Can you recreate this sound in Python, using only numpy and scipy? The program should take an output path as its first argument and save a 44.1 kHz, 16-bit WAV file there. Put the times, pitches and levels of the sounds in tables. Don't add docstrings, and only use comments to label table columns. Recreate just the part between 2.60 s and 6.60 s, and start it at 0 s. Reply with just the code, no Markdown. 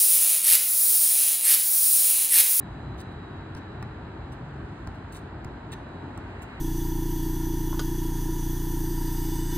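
import sys
import numpy as np
from scipy import signal
from scipy.fft import rfft, irfft
from scipy.io import wavfile

SR = 44100
rng = np.random.default_rng(int(sys.argv[2]) if len(sys.argv) > 2 else 0)


def int16_out(signal):
    q = np.round(np.clip(np.atleast_2d(signal).T, -1, 1) * 32767)
    wavfile.write(sys.argv[1], SR, q.astype(np.int16))


N = 176400
T = np.arange(N) / SR
HZ = np.maximum(np.arange(N // 2 + 1) * SR / N, 1)

# start_s, slap_db, contact_s, crack_db, ring_db, pitch_hz, skin_db, thump_db, thump_delay_s
TOUCHES = [(.949, -52, 0.0016, -44.5, -51, 870, -39.5, -28.5, 0.006),
           (1.225, -52, .003, -42.5, -34.5, 1167, -36, -28, .0054),
           (2.272, -47, 0.0011, -45.5, -37, 880, -40, -29, 0.0083),
           (2.845, -49, 0.0022, -47, -46, 934, -41.5, -26, 0.0103),
           (3.575, -49, .002, -69, -40, 1120, -35, -37, 0.0042)]
# pitch_ratio, gain_db, t60_s
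BALL_MODES = [(.7, -1, 0.037), (1.0, -1.5, 0.047), (1.22, -5.5, 0.061), (1.6, -12, 0.081),
              (2.3, -19, 0.016)]
# frequency_hz, gain_db
SLAP_SPECTRUM = [(1500, -1), (3000, 4), (4500, -5.5), (5700, 1), (7500, -2), (9800, 1.5), (12000, -20.5),
                 (14000, -7), (16000, -6.5)]
CRACK_SPECTRUM = [(700, -7), (1300, -1), (2100, 1), (3000, -13), (4200, -13), (5400, -9), (7000, -29),
                  (10000, -40)]
# start_s, attack_s, hold_s, t60_s, hiss_db, rasp_db
SCUFFS = [(0.357, 0.049, 0.007, 0.039, -53.5, -50.5), (0.507, 0.0092, .008, 0.065, -72, -80),
          (0.955, 0.013, 0.013, .055, -59, -54.5), (1.715, 0.0073, .009, 0.099, -63, -61),
          (2.335, .01, .012, .1, -74, -66), (2.516, 0.0078, 0.048, 0.097, -54, -69),
          (2.533, .02, 0.013, 0.068, -62, -52), (3.112, 0.0072, .008, .03, -50, -54),
          (3.116, 0.013, 0.012, .02, -54.5, -41.5), (3.814, 0.0057, .008, 0.086, -55, -58)]
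# frequency_hz, gain_db
HISS_SPECTRUM = [(3000, 2), (4500, -1), (5700, -2), (7000, 2), (8800, 2), (10500, -1.5), (12000, -12.5),
                 (13500, -2.5), (16000, -8.5)]
RASP_SPECTRUM = [(700, -19.5), (1350, -4), (1600, 10.5), (1900, -3.5), (2400, -2.5), (2900, 2.5),
                 (3700, 4.5), (4400, -1.5), (5200, -4), (6500, -7), (8000, -25)]
# frequency_hz, gain_db
TRAFFIC_SPECTRUM = [(20, -42), (32, -21.5), (42, -10), (56, 2), (70, -3.5), (92, -1.5), (125, -0.5),
                    (165, -5), (205, -7.5), (320, -8), (410, -12), (500, -18.5), (680, -15.5), (920, -15),
                    (1200, -19.5), (1550, -20), (1850, -23), (2100, -28.5), (3100, -34.5), (4100, -39),
                    (5000, -45.5), (5800, -56.5), (7000, -53.5), (16000, -99)]
AIR_SPECTRUM = [(4000, -13.5), (5700, -0.5), (6600, 4), (8500, -3), (10000, -8.5), (11500, -17.5),
                (14000, -15.5), (16000, -33)]
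SWISH_SPECTRUM = [(1300, -14), (1850, 1.5), (2150, 3), (2400, -4.5), (2850, -0.5), (3150, -20), (4500, -23),
                  (7000, -60)]
BAND_EDGES = [75, 200, 1100]
# time_s, gain_db
DEEP_SWELL = [(0, 1), (.35, 2.5), (.8, -6), (1.5, 0.5), (2.3, 2.5), (2.85, 2), (3.15, -2.5), (3.6, 4),
              (4, -4)]
BASS_SWELL = [(0, 1), (.3, 2.5), (1.0, -1), (1.6, 0.5), (2.0, 3), (2.5, -3.5), (3.6, -1), (4, -5)]
MID_SWELL = [(0, 0.16), (.5, -0.12), (.85, -0.69), (1.55, -0.33), (2.6, -0.8), (3.45, 1.4), (4, 0.56)]
TYRE_SWELL = [(0, 0.26), (.9, 1.25), (1.7, 0.24), (2.9, -0.13), (3.5, 0.53), (4, 1.5)]
# time_s, level_db
AIR_LEVEL = [(0, -75.5), (.8, -79), (1.5, -79.5), (1.9, -77.5), (2.2, -75), (2.75, -80.5), (3.3, -77),
             (3.7, -75), (4, -75.5)]
ENGINE_LEVEL = [(0, -49), (.4, -43), (1.0, -41), (1.5, -56), (2.5, -44), (3.2, -51), (3.6, -45), (4, -51)]
SWISH_LEVEL = [(3.3, -82.5), (3.68, -57), (4, -53)]
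# start_s, attack_s, hold_s, t60_s, pitch_hz, level_db
HUMS = [(0.18, 0.19, 1.4, 1.8, 373, -54.5), (0.55, 0.25, 1.2, 2.5, 320, -50),
        (0.27, 0.17, 1.1, 2.4, 427, -58.5), (.4, 0.2, 0.45, 2.2, 138, -47)]
# (time_s, level_db)
CRICKETS = [(3896, [(0, -65), (.35, -74), (.5, -64), (.8, -64), (.95, -69), (1.45, -73), (1.85, -83),
            (3.0, -79), (3.35, -67), (3.6, -76), (4, -73)]), (3979, [(0, -72.5), (.25, -64.5), (.65, -78),
            (1.1, -65), (1.4, -74), (1.65, -67), (1.95, -83), (2.9, -76), (3.3, -71), (3.65, -74),
            (3.95, -65)]), (4021, [(0, -82), (.5, -67), (.8, -82), (1.8, -78.5), (2.3, -74), (2.6, -74),
            (3.05, -78), (4, -90)]), (4103, [(0, -84), (1.7, -80), (2.15, -76), (2.7, -80), (3.3, -75),
            (4, -79)])]
# frequency_hz, correlation
CITY_CORRELATION = [(50, 1), (130, 1), (250, 1), (400, 0.9), (700, 0.59), (1150, 0.38), (1600, 0.79),
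                    (2200, 0.1), (3200, 0.4), (4400, 0.067), (5600, 1), (8000, 1), (14000, 1)]
# frequency_hz, left_minus_right_db
CITY_BALANCE = [(60, -0.5), (130, 0.5), (290, 2.0), (640, 1.5), (1410, 0.0), (3100, -3), (6820, 1),
                (15000, -1)]
# frequency_hz, left_lead_rad
PORT_PHASE = [(150, 1), (300, -1.07), (1000, 0), (1500, 0.08), (2000, -0.85), (2900, -1.6), (3300, -3),
              (3700, -4.5), (4450, -5), (5150, -4), (5900, -3), (6500, -2.02), (7700, -1), (9500, 1.5),
              (12000, 2.5), (14000, 6.5), (16000, 8)]


def ball():
    out, slap, crack = np.zeros(N), noise(SLAP_SPECTRUM), noise(CRACK_SPECTRUM)
    for start, slap_db, contact, crack_db, ring_db, pitch, skin_db, thump_db, thump_delay in TOUCHES:
        ring_start = start + .001
        out += from_db(slap_db) * slap * envelope(start, attack=.0005, hold=contact, t60=.012)
        out += from_db(crack_db) * crack * envelope(start + .0008, attack=.0005, hold=.002, t60=.016)
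        out += from_db(skin_db) * ring(ring_start, hz=297, t60=.071)
        out += from_db(thump_db) * ring(start + thump_delay, hz=118, t60=.075)
        for k, (ratio, gain_db, t60) in enumerate(BALL_MODES):
            out += (-1) ** k * from_db(ring_db + gain_db) * ring(ring_start, pitch * ratio, t60)
    return out


def shoes():
    out, hiss, rasp = np.zeros(N), grit(HISS_SPECTRUM), grit(RASP_SPECTRUM)
    for start, attack, hold, t60, hiss_db, rasp_db in SCUFFS:
        rub = from_db(hiss_db) * hiss + from_db(rasp_db) * rasp
        out += envelope(start, attack, hold, t60) * tread(rub)
    flutter_db = .5 * drift(rate_hz=110)
    return out * rms_one(from_db(flutter_db))


def grit(spectrum, grains_per_s=1600, grain_db=5.5):
    grains = rms_one(rng.standard_normal(N) * (rng.random(N) < grains_per_s / SR))
    friction = rng.standard_normal(N) + from_db(grain_db) * grains
    return coloured(friction, spectrum)


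def tread(rub, ripple_db=5.5, spacing_hz=120):
    peaks = rng.standard_normal(1024)
    ripple = np.interp(HZ / spacing_hz, np.arange(len(peaks)), peaks)
    return irfft(rfft(rub) * rms_one(from_db(ripple_db * ripple)), N)


def court(direct, level_db=-14, cutoff_hz=11000):
    tail = rng.standard_normal((2, N)) * envelope(0, attack=.009, hold=0, t60=.36)
    tail /= np.sqrt(np.sum(tail ** 2, axis=1, keepdims=True))
    tail = signal.sosfilt(signal.butter(2, cutoff_hz, fs=SR, output="sos"), tail)
    return from_db(level_db) * signal.fftconvolve(direct[None], tail, axes=1)[:, :N]


def traffic():
    roar = rfft(from_db(-38.5) * wide_noise(TRAFFIC_SPECTRUM))
    out = gain_curve(AIR_LEVEL) * wide_noise(AIR_SPECTRUM)
    for edge_hz, swell in zip(BAND_EDGES, (DEEP_SWELL, BASS_SWELL, MID_SWELL)):
        band = roar / (1 + (HZ / edge_hz) ** 8)
        out += irfft(band, N) * gain_curve(swell)
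        roar -= band
    return out + irfft(roar, N) * gain_curve(TYRE_SWELL)


def engine():
    return gain_curve(ENGINE_LEVEL) * np.sin(wandering_phase(90.06, spread_hz=2.77, rate_hz=6.7))


def motors():
    out = np.zeros(N)
    for start, attack, hold, t60, pitch, level_db in HUMS:
        hum = np.sin(wandering_phase(pitch, spread_hz=2.4, rate_hz=8.4))
        out += from_db(level_db) * envelope(start, attack, hold, t60) * hum
    return out


def swish(left_lag_s=.00011):
    right = gain_curve(SWISH_LEVEL) * noise(SWISH_SPECTRUM)
    return np.array([np.interp(T - left_lag_s, T, right), right])


def crickets(path_rad=.35, waver_db=1.2):
    out = np.zeros((2, N))
    for pitch, level in CRICKETS:
        phase = wandering_phase(pitch, spread_hz=3, rate_hz=30)
        for port in range(2):
            tone = np.sin(phase + path_rad * drift(rate_hz=24))
            waver = from_db(waver_db * drift(rate_hz=24))
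            out[port] += gain_curve(level) * rms_one(tone * waver)
    return out


def wide_noise(spectrum):
    mid, side = rfft(rng.standard_normal((2, N)))
    alike, sign = at_hz(CITY_CORRELATION), np.array([[1], [-1]])
    pair = np.sqrt(1 + alike) * mid + sign * np.sqrt(1 - alike) * side
    gain_db = at_hz(spectrum) + sign * at_hz(CITY_BALANCE) / 2
    return rms_one(irfft(pair * from_db(gain_db), N))


def noise(spectrum):
    return coloured(rng.standard_normal(N), spectrum)


def coloured(x, spectrum):
    return rms_one(irfft(rfft(x) * from_db(at_hz(spectrum)), N))


def ring(start, hz, t60):
    t = np.maximum(T - start, 0)
    return np.sin(2 * np.pi * hz * t) * from_db(-60 * t / t60)


def envelope(start, attack, hold, t60):
    t = T - start
    rise = np.clip(t / attack, 0, 1) ** 2
    return rise * from_db(-60 * np.maximum(t - attack - hold, 0) / t60)


def wandering_phase(pitch_hz, spread_hz, rate_hz):
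    return 2 * np.pi * np.cumsum(pitch_hz + spread_hz * drift(rate_hz)) / SR


def drift(rate_hz):
    return rms_one(irfft(rfft(rng.standard_normal(N)) / (1 + (HZ / rate_hz) ** 2), N))


def gain_curve(points):
    return from_db(np.interp(T, *np.transpose(points)))


def at_hz(points):
    hz, value = np.transpose(points)
    return np.interp(np.log(HZ), np.log(hz), value)


def from_db(db):
    return 10 ** (np.asarray(db) / 20)


def rms_one(x):
    return x / np.sqrt(np.mean(x ** 2) + 1e-20)


def scene():
    player = ball() + shoes()
    return player + court(player) + traffic() + swish() + engine() + motors() + crickets()


def record(dry, alike_below_hz=350, stopband_hz=16400):
    phase = at_hz(PORT_PHASE) * HZ ** 2 / (HZ ** 2 + alike_below_hz ** 2)
    impulse = irfft(np.exp(1j * np.array([[1], [-1]]) * phase / 2), N)
    kernel = np.roll(impulse, 256, axis=1)[:, :513] * np.hanning(513)
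    ports = signal.fftconvolve(dry, kernel, "same", axes=1)
    return signal.sosfilt(signal.cheby2(16, 60, stopband_hz, fs=SR, output="sos"), ports)


dry = scene()
out = record(dry)
int16_out(out)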